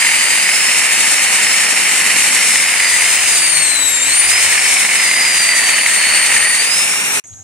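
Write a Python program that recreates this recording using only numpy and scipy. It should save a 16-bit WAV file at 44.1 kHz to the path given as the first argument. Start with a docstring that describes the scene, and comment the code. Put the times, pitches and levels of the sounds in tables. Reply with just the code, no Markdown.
"""A fan whine sags and races over a rasping chatter: an angle grinder cuts grout between stone slabs outdoors.
Whine: sine lines at multiples of the shaft rate. Rasp: coloured noise driven by random knocks, plus ringing taps.
Air and dust hiss, the slab rumbles and a breeze nudges the microphone, all as filtered noise.
The grinder's sound is cut off abruptly; after a short gap a faint metallic sizzle, scuffs and a far whine remain."""
import sys
import numpy as np
from scipy import signal
from scipy.fft import rfft, irfft
from scipy.io import wavfile
from scipy.ndimage import uniform_filter1d, map_coordinates

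SR = 44100
rng = np.random.default_rng(int(sys.argv[2]) if len(sys.argv) > 2 else 0)


def log_audio(samples):
    """Write samples as a 16-bit WAV file to the path given in sys.argv[1]."""
    # one column per channel
    frames = np.atleast_2d(samples).T
    # limit to full scale, then quantise
    limited = np.clip(frames, -1, 1)
    pcm = np.round(limited * 32767).astype(np.int16)
    wavfile.write(sys.argv[1], SR, pcm)


N = 327663
TIME, FREQ = np.arange(N) / SR, np.fft.rfftfreq(N, 1 / SR)  # s, Hz

BLADES = 14  # of the cooling fan
JUDDER_RATIO, JUDDER_DEPTH = .0088, .13  # bounce rate as a share of the whine's frequency; depth 0-1
FIRM_DB, CRUISE_HZ = -15.5, 5320  # bite and whine in steady grinding
RASP_S = 0.06  # half-length of a catch
FLARE_DUCK_DB = 3.5  # how far the disc's other ringing gives way to a flare
CALM_DB = -57.5  # breeze between gusts, on the scale of the gusts
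SIZZLE_DB = -41
CUT_S, RESUME_S = 7.199, 7.239  # the grinder's sound is cut off; the quiet end is heard
EDGE_HZ = 15660  # band limit

# Blade-passing tone; the motor sags when pressed, races when lifted. Each row: time in seconds, frequency in Hz.
WHINE = [(0.0, 4870), (0.06, 4894), (0.22, 4798), (0.41, 4855), (0.55, 5141), (0.67, 5301), (0.8, 5432),
         (0.98, 5274), (1.14, 5448), (1.24, 5523), (1.43, 5274), (1.49, 5265), (1.67, 5460), (1.73, 5491),
         (1.8, 5388), (1.84, 5387), (2.02, 5548), (2.14, 5517), (2.35, 5588), (2.49, 5292), (2.55, 5291),
         (2.63, 5111), (2.76, 5024), (2.86, 4829), (2.9, 4864), (2.98, 4788), (3.0, 4815), (3.14, 5198),
         (3.16, 5220), (3.35, 4815), (3.53, 4454), (3.76, 4047), (4.0, 3654), (4.02, 3645), (4.1, 4135),
         (4.18, 4531), (4.29, 4898), (4.39, 5150), (4.47, 5287), (4.53, 5357), (4.63, 5394), (4.76, 5390),
         (4.94, 5213), (5.06, 4930), (5.14, 4877), (5.24, 4933), (5.43, 4719), (5.53, 4704), (5.73, 4548),
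         (5.84, 4577), (5.9, 4466), (6.02, 4401), (6.18, 4485), (6.24, 4418), (6.31, 4506), (6.41, 4478),
         (6.49, 4564), (6.55, 4467), (6.59, 4564), (6.67, 4855), (6.76, 5110), (6.86, 5336), (6.96, 5523),
         (7.18, 5793)]
# Fan tone at the ears as the tool is turned. Each row: time in seconds, left level in dB, right level in dB.
TONE = [(0.0, -29, -26.0), (0.49, -26.5, -23.0), (0.53, -23, -18.5), (0.89, -30.5, -25.5), (1.21, -20, -30),
        (1.25, -33.5, -33), (1.49, -23, -23.5), (2.13, -33, -28), (2.41, -25, -25), (2.61, -20.5, -27),
        (2.77, -34, -27.0), (2.89, -27.0, -20), (2.93, -25, -31.5), (3.05, -34, -23), (3.17, -28, -29),
        (3.25, -44, -26.0), (3.37, -22, -20), (3.45, -18.5, -26), (3.65, -24, -22.5), (3.85, -17, -34),
        (3.97, -31.5, -28), (4.13, -21, -26), (4.17, -35, -33), (4.33, -25.0, -16.5), (4.45, -20, -33.0),
        (4.53, -22, -30), (4.85, -23, -30), (4.93, -40, -30), (5.01, -21, -21), (5.05, -21, -28.0),
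        (5.21, -19.5, -19), (5.61, -22.5, -23), (5.89, -28.0, -33.5), (5.93, -32.0, -24.0),
        (6.17, -23, -21.0), (6.37, -31, -29.0), (6.57, -23, -23), (6.65, -22, -33.5), (6.73, -31, -15.5),
        (6.77, -19.0, -19), (6.89, -26, -27.0), (7.18, -28.0, -27.5)]
# The fan tone reaches the ears out of step. Each row: time in seconds, lead of the left in radians.
TONE_LEAD = [(0.48, 0.87), (0.7, 2.0), (1.9, 1.7), (3.0, 0.32), (3.35, -1.7), (5.3, -0.4), (6.1, 1.3)]
# The fan's octave, beaming as the tool is turned. Each row: time in seconds, left and right in relative dB.
OCTAVE = [(0.0, -27, -27.5), (1.89, -30.0, -31.0), (2.33, -26, -24), (2.69, -33.5, -26), (2.77, -25.0, -25),
          (2.89, -32.0, -29), (3.01, -21.0, -24.0), (3.13, -41, -29), (3.29, -20.5, -30.5),
          (3.37, -26, -18), (3.49, -12, -17), (3.81, -11, -28.0), (3.93, -12, -22), (4.09, -16, -23),
          (4.17, -9.5, -13), (4.49, -41, -37), (4.57, -28, -28), (4.85, -32, -34), (4.97, -31.0, -35),
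          (5.25, -27, -29), (5.57, -29, -23), (5.73, -19, -36), (6.45, -11.5, -21), (6.77, -28, -25),
          (7.18, -34.5, -35.5)]
# Glints of the highest whistle with the angle of the vents. Each row: time in seconds, relative level in dB.
GLINTS = [(0.58, 7), (3.16, 5), (3.87, 2), (3.98, 0), (4.28, -3)]
# What the vents pass of the highest whistle. Each row: frequency in Hz, gain in dB.
VENTS = [(11500, -2), (12300, -2), (13500, -3), (15500, -13)]
# Shaft hum. Each row: time in seconds, once-a-turn line and twice-a-turn line in relative dB.
HUM = [(0, -9, -5), (1, -5, 0), (2.8, -12, 2), (3.4, -4.5, 7), (3.75, -1, 1), (4.12, -2, -1),
       (4.3, -4, 4.5), (4.7, -5, 4.5), (5.6, -9, 5), (6.7, -15, 6), (7.2, 4, -15)]
# What the motor casing radiates. Each row: frequency in Hz, gain in dB.
CASING = [(500, -7), (630, -16), (710, -12), (770, -8), (850, -1)]
# How firmly the disc bites, as the level of its ringing. 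Each row: time in seconds, level in dB.
BITE = [(0.03, -15.5), (0.43, -16.5), (2.96, -15.5), (3.89, -23), (4.37, -16), (6.38, -16), (7.18, -24)]
# Spectrum of the scrape. Each row: frequency in Hz, relative dB per Hz.
SCRAPE = [(25, -29), (70, -25), (125, -32), (200, -5), (330, -9), (440, -1), (650, 0.5), (900, 4),
          (1150, 3.5), (1500, 6), (2800, 8), (3500, -9.5), (6000, -42)]
# Spectrum of the ringing disc. Each row: frequency in Hz, relative dB per Hz.
DISC = [(1000, -30.5), (1500, -16.5), (1780, -0.5), (2100, 1.5), (2450, -1), (2850, -3.5), (3150, -4),
        (3450, -43), (4300, -5.5), (5500, -18), (9000, -16), (14000, -36)]
# Disc spinning in air. Each row: frequency in Hz, relative dB per Hz.
WHIR = [(1400, -20.5), (2350, 2.5), (2800, 3), (3400, -20)]
# Leaned on, the disc flares up on its note. Each row: time in seconds, level in dB, half-length in seconds.
FLARES = [(2.613, -23, 0.1), (2.92, -18.5, 0.099), (4.786, -18.5, 0.092), (5.098, -17, 0.092),
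          (5.292, -21, 0.045), (5.563, -17.5, 0.091), (5.92, -22, 0.049), (6.292, -26, 0.022),
          (6.497, -19.5, 0.062)]
# The disc catches on hard stone and rasps. Each row: time in seconds, lift in dB.
CATCHES = [(1.36, 1.5), (1.75, 1), (5.66, 2), (5.94, 1.5), (6.16, 3), (6.33, 3)]
# The disc skips clear of the stone: times in seconds.
SKIPS = [1.755, 2.23, 2.572, 4.875, 5.15, 5.39, 5.825]
# How hard the bouncing disc lands. Each row: time in seconds, relative level in dB.
BOUNCE = [(0, 9.5), (2.4, -22), (2.6, 2), (3.0, 4), (3.3, -12), (4.3, -8), (4.5, -2), (5.55, 3.5),
          (5.85, 3.5), (6.5, 5), (6.8, -14)]
# The disc chips off a hard grain. Each row: time in seconds, peak of the tap in dB.
CHIPS = [(1.339, -8), (1.4052, -6), (1.468, -2), (1.867, -4), (2.5576, -1.5), (2.739, -5), (2.803, -1),
         (3.022, -3), (4.5256, -2), (4.85, -2), (5.1133, -4), (5.49, -2), (5.5338, -4.5), (5.704, -9),
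         (5.863, 1), (6.4712, -7)]
# What a knock rings in disc and stone. Each row: frequency in Hz, relative level in dB.
KNOCK = [(100, -38), (450, -32.5), (900, -9), (1450, -17.5), (1850, 4), (2150, 7), (2900, -10.5),
         (3500, -11.5), (4400, -12.5), (6000, -31), (9000, -24), (13000, -35)]
# Where the tool stands. Each row: time in seconds, lead of the left ear in ms, hiss left minus right in dB.
PLACE = [(0, 0.063, 1), (1.5, 0.044, 1.5), (2.8, -0.0031, 2.5), (3.8, -0.052, 4), (5, -0.037, 1.5),
         (6, -0.016, 0), (7.2, 0.14, 1)]
# Spectrum of air and dust. Each row: frequency in Hz, relative dB per Hz.
HISS = [(2500, -24.5), (3700, -5), (4400, -9.5), (5400, -8), (6500, -3), (7500, -3.5), (8200, -0.5),
        (8950, 0.5), (9500, -2.5), (10000, -6.5), (10600, -14), (11800, -16.5), (13600, -18), (15500, -41)]
# Housing resonances in the hiss. Each row: frequency in Hz, width in Hz, lift in dB.
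HOUSING = [(8960, 670, 3.5), (12700, 210, 3)]
# Vent whistle: frequency in Hz, width in Hz, dB above the hiss, peak time in seconds, half-length in seconds.
VENT_WHISTLE = (7470, 130, -14, 1.5, 1.8)
# The stream of dust comes and goes. Each row: time in seconds, change in dB, half-length in seconds.
SPURTS = [(3.275, 2, 0.19), (4.306, 1.5, 0.079)]
# Dull rumble carried by the slab. Each row: time in seconds, level in dB.
SLAB = [(0.0, -41), (2.4, -37), (2.9, -46), (4.4, -53), (4.8, -39), (6.6, -43.5), (7.18, -37)]
# Spectrum of that rumble. Each row: frequency in Hz, relative dB per Hz.
THUD = [(60, -31), (125, -12), (170, -1.5), (235, -2), (300, 0), (450, -21.5)]
# Left-right likeness of noise. Each row: frequency in Hz, correlation.
ALIKE = [(40, 0.11), (100, 0.72), (250, 0.46), (600, 0.42), (1200, 0.58), (2400, 0.85), (4000, 0.39),
         (7000, 0.15), (15000, 0.32)]
# Gusts on the microphone. 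Each row: peak time in seconds, relative level in dB, half-length in seconds.
GUSTS = [(2.95, -50.5, 0.38), (3.878, -46, 0.07), (4.3, -44, 0.23), (6.08, -45, .04), (6.425, -46, 0.12),
         (6.8, -46, .05), (7.37, -39, 0.041)]
# Spectrum of the gusts. Each row: frequency in Hz, relative dB per Hz.
BUFFET = [(20, -13), (55, -15), (80, -10), (99, 11), (116, -3), (140, -15), (400, -52)]
# Spectrum of the sizzle. Each row: frequency in Hz, relative dB per Hz.
SIZZLE = [(88, -47), (150, -15), (477, -29), (772, -25), (850, -31), (1570, -29), (2550, -35), (3970, -34),
          (4630, -42), (5610, -30), (6550, -11), (7640, -19), (8750, -32), (10600, -33), (15000, -57)]
# Ringing lines of the disc in the sizzle. Each row: frequency in Hz, relative level in dB.
SIZZLE_LINES = [(5900, -53), (6481, -51), (6578, -39)]
# Scuffs in the quiet end. Each row: time in seconds, level in dB, centre in Hz, decay in seconds.
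SCUFFS = [(7.24, -48, 2240, 0.018), (7.272, -36, 8550, 0.01), (7.329, -44, 3600, .002),
          (7.337, -42, 3600, .002)]
# Far whine in the quiet end. Each row: onset in seconds, frequency in Hz, level in dB.
FAR_WHINE = [(7.33, 1590, -60), (7.37, 780, -58)]


def amp(db):
    """Decibels to gain."""
    return 10 ** (np.asarray(db) / 20)


def unit(x):
    """Scales to rms 1."""
    return x / np.sqrt(np.mean(x ** 2) + 1e-20)


def bump(s, half_s):
    """A smooth bell of height 1, centred on time s."""
    return np.exp(-((TIME - s) / half_s) ** 2 / 2)


def curves(rows):
    """Each column of a time table, at every sample."""
    s, *columns = np.transpose(rows)
    return [np.interp(TIME, s, column) for column in columns]


def spectrum(points, at_hz=FREQ):
    """A frequency table, read at the given frequencies on a log axis."""
    hz, value = np.transpose(points)
    return np.interp(np.log(at_hz + 1), np.log(hz), value)


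def colour(x, db):
    """Filters by a dB curve; rms 1."""
    return unit(irfft(rfft(x) * amp(db), N))


def drift(rate_hz, size=8192):
    """Smooth chance, rms 1, up to about rate_hz."""
    coarse = rfft(rng.standard_normal(size))
    coarse = irfft(coarse / (1 + (FREQ[:len(coarse)] / rate_hz) ** 4))
    return unit(np.interp(np.arange(N) * size / N, np.arange(size), coarse))


def noise_pair(lead_ms=0):
    """White noise at two ears, alike as the table says; the left one may hear it earlier."""
    a, b = rfft(rng.standard_normal((2, N)))
    alike = np.clip(spectrum(ALIKE), -1, 1)
    shared = a * np.sqrt((1 + alike) / 2)
    apart = b * np.sqrt((1 - alike) / 2)
    later = np.exp(-2j * np.pi * FREQ * lead_ms / 1000)
    return irfft(np.array([shared + apart, (shared - apart) * later]), N)


def panned(x, db):
    """Makes the left louder than the right by db."""
    return x * amp(np.array([db, -db]).reshape(2, -1) / 2)


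def resonate(x, hz, width_hz):
    """A resonance whose centre follows the curve hz: shift to zero, low-pass, shift back."""
    turn = np.exp(2j * np.pi * np.cumsum(hz) / SR)
    r = np.exp(-np.pi * width_hz / SR)
    return 2 * (turn * signal.lfilter([1 - r], [1, -r], x / turn)).real


def ring(points):
    """The short minimum-phase ring of a body with this spectrum after one sharp tap; peak 1."""
    cepstrum = irfft(np.log(amp(spectrum(points))), N)[:2048]
    cepstrum[0] = 0
    tap = irfft(np.exp(2 * rfft(cepstrum, N)), N)[:1024]
    return tap / abs(tap).max()


def worked(whine_hz, per_bite, per_speed_db):
    """Level change in dB from steady grinding: a share of the bite, and so many dB per doubling of speed."""
    return per_bite * (curves(BITE)[0] - FIRM_DB) + per_speed_db * np.log2(whine_hz / CRUISE_HZ)


def motor(whine_hz, jitter=0.00088, hunting=0.000398, flutter_db=2.5, fade_db=2.0, swing_rad=0.13,
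          octave_db=-1.5, third_db=-33, third_rest_db=-45, glint_s=0.046, sixth_db=-35,
          second_db=-37, hum_db=-45, shudder_db=-47, shudder_s=3.58, shudder_half_s=.1):
    """Fan tone, its overtones and the shaft's lines; the speed hunts and trembles and each line flutters."""
    shaft_hz = whine_hz / BLADES
    turns = np.cumsum(shaft_hz * (1 + jitter * drift(48) + hunting * drift(6.9))) / SR

    def line(order, db, lead_rad=0):
        """One multiple of the shaft rate, wavering on its own at each ear; the left leads by lead_rad."""
        phase = 2 * np.pi * (order * turns + rng.random()) + .3 * np.array([drift(12), drift(12)])
        phase += lead_rad * np.array([[.5], [-.5]])
        flutter = flutter_db * np.array([drift(24), drift(45)])
        return np.sqrt(2) * amp(db + flutter) * np.sin(phase)

    def radiated(order, db, body):
        """A line is loud where the body that radiates it is."""
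        return line(order, db + spectrum(body, shaft_hz * order))

    swing = swing_rad * drift(6.4)  # the echo off the slab shifts with every move of the hand
    fan = line(BLADES, np.array(curves(TONE)), lead_rad=curves(TONE_LEAD)[0] + swing)
    fan += line(2 * BLADES, np.array(curves(OCTAVE)) + octave_db, lead_rad=2 * swing)
    glints = amp(third_rest_db) + sum(amp(third_db + db) * bump(s, glint_s) for s, db in GLINTS)
    fan += glints * radiated(3 * BLADES, db=0.5, body=VENTS)

    once_db, twice_db = (db + fade_db * drift(7.3) for db in curves(HUM))  # the low lines fade in and out
    hum = line(1, hum_db + once_db) + radiated(2, second_db + twice_db, CASING)
    hum += line(.5, shudder_db) * bump(shudder_s, shudder_half_s)  # a brief shudder as the motor slows
    return fan + hum + radiated(6, sixth_db, DISC)


def chatter(whine_hz, knocks_per_s=420, spread_db=2.8, knock_s=0.0011, steady=2.6):
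    """Contact force: the disc knocks on grains of stone, and the tool judders in step with its speed."""
    size = amp(spread_db * np.minimum(rng.exponential(1, N), 3.5))
    hits = (rng.random(N) < knocks_per_s / SR) * size ** 2
    power = signal.lfilter([1], [1, -np.exp(-1 / (knock_s * SR))], hits)
    bounce = 1 + JUDDER_DEPTH * np.sin(2 * np.pi * np.cumsum(whine_hz * JUDDER_RATIO) / SR)
    return unit(np.sqrt(steady + power / power.mean()) * bounce)


def contact(whine_hz, wobble=0.11, wander=.12, skip_db=-6, skip_s=0.0042):
    """Share of the rim that touches: it wobbles unevenly while the tool bounces, and now and then skips clear."""
    wobble_hz = 2 * JUDDER_RATIO * whine_hz * (1 + wander * drift(20.1))
    depth = np.clip(wobble * amp(curves(BOUNCE)[0]), 0, .5)
    skips = amp(skip_db * sum(bump(s, skip_s) for s in SKIPS))
    return skips * (1 + depth * np.sin(2 * np.pi * np.cumsum(wobble_hz) / SR))


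def grinding(whine_hz, force, scrape_db=-21.5, free_hz=2330, loaded_hz=1900, flare_drop_hz=30,
             flare_width_hz=190, lean_db=-0.7):
    """The contact scrapes broadly and rings the disc, whose note sinks and sharpens as it is pressed down."""
    bite_db, = curves(BITE)
    load = np.clip((5600 - whine_hz) / 1100, 0, 1)
    pressed = np.clip((bite_db + 21.0) / 5, 0, 1)  # a light touch does not make it sing

    scrape = colour(noise_pair() * (0.36 + 0.49 * force), spectrum(SCRAPE))
    catches_db = sum(db * bump(s, RASP_S) for s, db in CATCHES)
    scrape_level_db = worked(whine_hz, per_bite=0.21, per_speed_db=5.5) + catches_db + scrape_db

    disc = colour(noise_pair() * force, spectrum(DISC))
    note_hz = free_hz + (loaded_hz - free_hz) * load
    note = unit(resonate(colour(noise_pair() * force, spectrum(DISC)), note_hz, width_hz=500))
    share = np.clip(0.046 * load * pressed, 0, 1)
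    disc = np.sqrt(1 - share) * disc + np.sqrt(share) * note
    lifted = np.clip((1 - load) * (1 - pressed), 0, 1)  # off the stone the disc only whirs, higher up
    disc = np.sqrt(1 - lifted) * disc + np.sqrt(lifted) * colour(noise_pair(), spectrum(WHIR))

    flare_hz = note_hz - flare_drop_hz
    flare = resonate(noise_pair() * force, flare_hz, flare_width_hz)
    flare = unit(resonate(flare, flare_hz, flare_width_hz))
    flare *= sum(amp(db) * bump(s, half_s) for s, db, half_s in FLARES)
    disc_level_db = bite_db - FLARE_DUCK_DB * sum(bump(s, half_s) for s, _, half_s in FLARES)
    return panned(amp(scrape_level_db) * scrape + amp(disc_level_db) * disc + flare, lean_db)


def knocks(whine_hz, bounce_db=-14, spread_db=4, scatter_s=0.000848, grain_db=-22, grains_per_s=260,
           grain_spread_db=3, lean_db=-3.0):
    """The disc lands once in each bounce, ticks over grains in between, and now and then chips one off."""
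    grains = (rng.random(N) < grains_per_s / SR) * rng.choice([-1, 1], N)
    grain_size_db = grain_spread_db * np.minimum(rng.exponential(1, N), 3)
    taps = grains * amp(grain_db + curves(BITE)[0] - FIRM_DB + grain_size_db)

    landings = np.flatnonzero(np.diff(np.floor(np.cumsum(whine_hz * JUDDER_RATIO) / SR)))
    late, size = np.clip(rng.standard_normal((len(landings), 2)), -2, 1.5).T
    at = np.clip(landings + (late * scatter_s * SR).astype(int), 0, N - 1)
    taps[at] += amp(bounce_db + curves(BOUNCE)[0][at] + spread_db * size)

    for s, db in CHIPS:
        taps[round(s * SR)] += amp(db)
    return panned(signal.oaconvolve(taps, ring(KNOCK))[:N], lean_db)


def hiss(whine_hz, force, hiss_db=-14.5, grit_share=0.11, flicker_db=1.42):
    """Cooling air and flying dust rush past the housing; at one angle a vent whistles hoarsely."""
    housing_db = sum(db / (1 + (2 * (FREQ - hz) / width_hz) ** 2) for hz, width_hz, db in HOUSING)
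    rush = noise_pair(lead_ms=.28)
    air = colour(rush * (1 - grit_share + grit_share * force), spectrum(HISS) + housing_db)
    hz, width_hz, db, s, half_s = VENT_WHISTLE
    air += amp(db) * bump(s, half_s) * unit(resonate(rush, np.full(N, hz), width_hz))
    level_db = hiss_db + worked(whine_hz, per_bite=0.41, per_speed_db=2.5) + flicker_db * drift(17)
    level_db += sum(db * bump(s, half_s) for s, db, half_s in SPURTS)
    return panned(air * amp(level_db), curves(PLACE)[1])


def slab(force, lean_db=5, drone_hz=237, width_hz=20, drone_db=-42, peak_s=2.15, half_s=0.37):
    """The contact force also shakes the stone, which rumbles dully and for a while drones on one note."""
    rumble = colour(noise_pair() * force, spectrum(THUD)) * amp(curves(SLAB)[0])
    drone = colour(noise_pair() * force, -20 * np.log10(1 + ((FREQ - drone_hz) * 2 / width_hz) ** 2))
    return panned(rumble + drone * amp(drone_db) * bump(peak_s, half_s), lean_db)


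def breeze(breeze_db=-2, lean_db=2, restless_db=1.0):
    """Small gusts thrum in the microphone ports, over a restless light breeze."""
    thrum = colour(noise_pair(), spectrum(BUFFET))
    thrum /= np.sqrt(uniform_filter1d(thrum ** 2, size=6000).mean(0))  # evens out its own swells
    gust_power = sum((amp(db) * bump(s, half_s)) ** 2 for s, db, half_s in GUSTS)
    strength = np.sqrt(gust_power + amp(CALM_DB + restless_db * drift(2.9)) ** 2)
    return panned(thrum * strength * amp(breeze_db), lean_db)


def sizzle(lines_db=-1):
    """A faint metallic rubbing, as coloured noise, with a few singing sine lines."""
    rub = colour(noise_pair(), spectrum(SIZZLE)) * amp(SIZZLE_DB)
    ear_turns = np.array([[0], [.2]])  # the right ear is a fifth of a cycle ahead
    sing = sum(amp(db + lines_db) * np.sin(2 * np.pi * (hz * TIME + rng.random() + ear_turns))
               for hz, db in SIZZLE_LINES)
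    return rub + np.sqrt(2) * sing


def small_sounds():
    """Brief scuffs, as decaying bands of noise, and a thin far whine of sines."""
    out = np.zeros((2, N))
    air = noise_pair()
    for s, db, hz, decay_s in SCUFFS:
        band = colour(air, -10 * np.log10(1 + ((FREQ - hz) / 600) ** 4))
        out += band * amp(db) * np.exp(-abs(TIME - s) / decay_s) * (TIME > s)
    for s, hz, db in FAR_WHINE:
        fade_in = np.clip((TIME - s) / .03, 0, 1)
        out += np.sqrt(2) * amp(db) * fade_in * np.sin(2 * np.pi * hz * TIME)
    return out


def scene():
    """The working grinder, a short gap, and the quiet end."""
    whine_hz, = curves(WHINE)
    force = chatter(whine_hz)
    left, right = grinding(whine_hz, force) * contact(whine_hz) + knocks(whine_hz)
    lead_samples = curves(PLACE)[0] * SR / 1000
    left = map_coordinates(left, [np.arange(N) + lead_samples], order=3, mode="nearest")
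    stone = np.array([left, right])
    tool = motor(whine_hz) + stone + slab(force) + hiss(whine_hz, force)
    wind = breeze()
    trace = amp(-32) * np.exp(-np.maximum(TIME - CUT_S, 0) / 0.011)  # a whisper lingers in the gap
    working = (tool + wind) * np.where(TIME < CUT_S, 1, trace)
    quiet_end = (sizzle() + small_sounds() + wind) * (TIME > RESUME_S)
    return working + quiet_end


def record(dry):
    """Peaks clip at full scale; then a low-pass sets the band limit."""
    low_pass = signal.firwin(511, EDGE_HZ, window=("kaiser", 9), fs=SR)
    return signal.oaconvolve(np.clip(dry, -1, 1), low_pass[None], "same")


dry = scene()
out = record(dry)
log_audio(out)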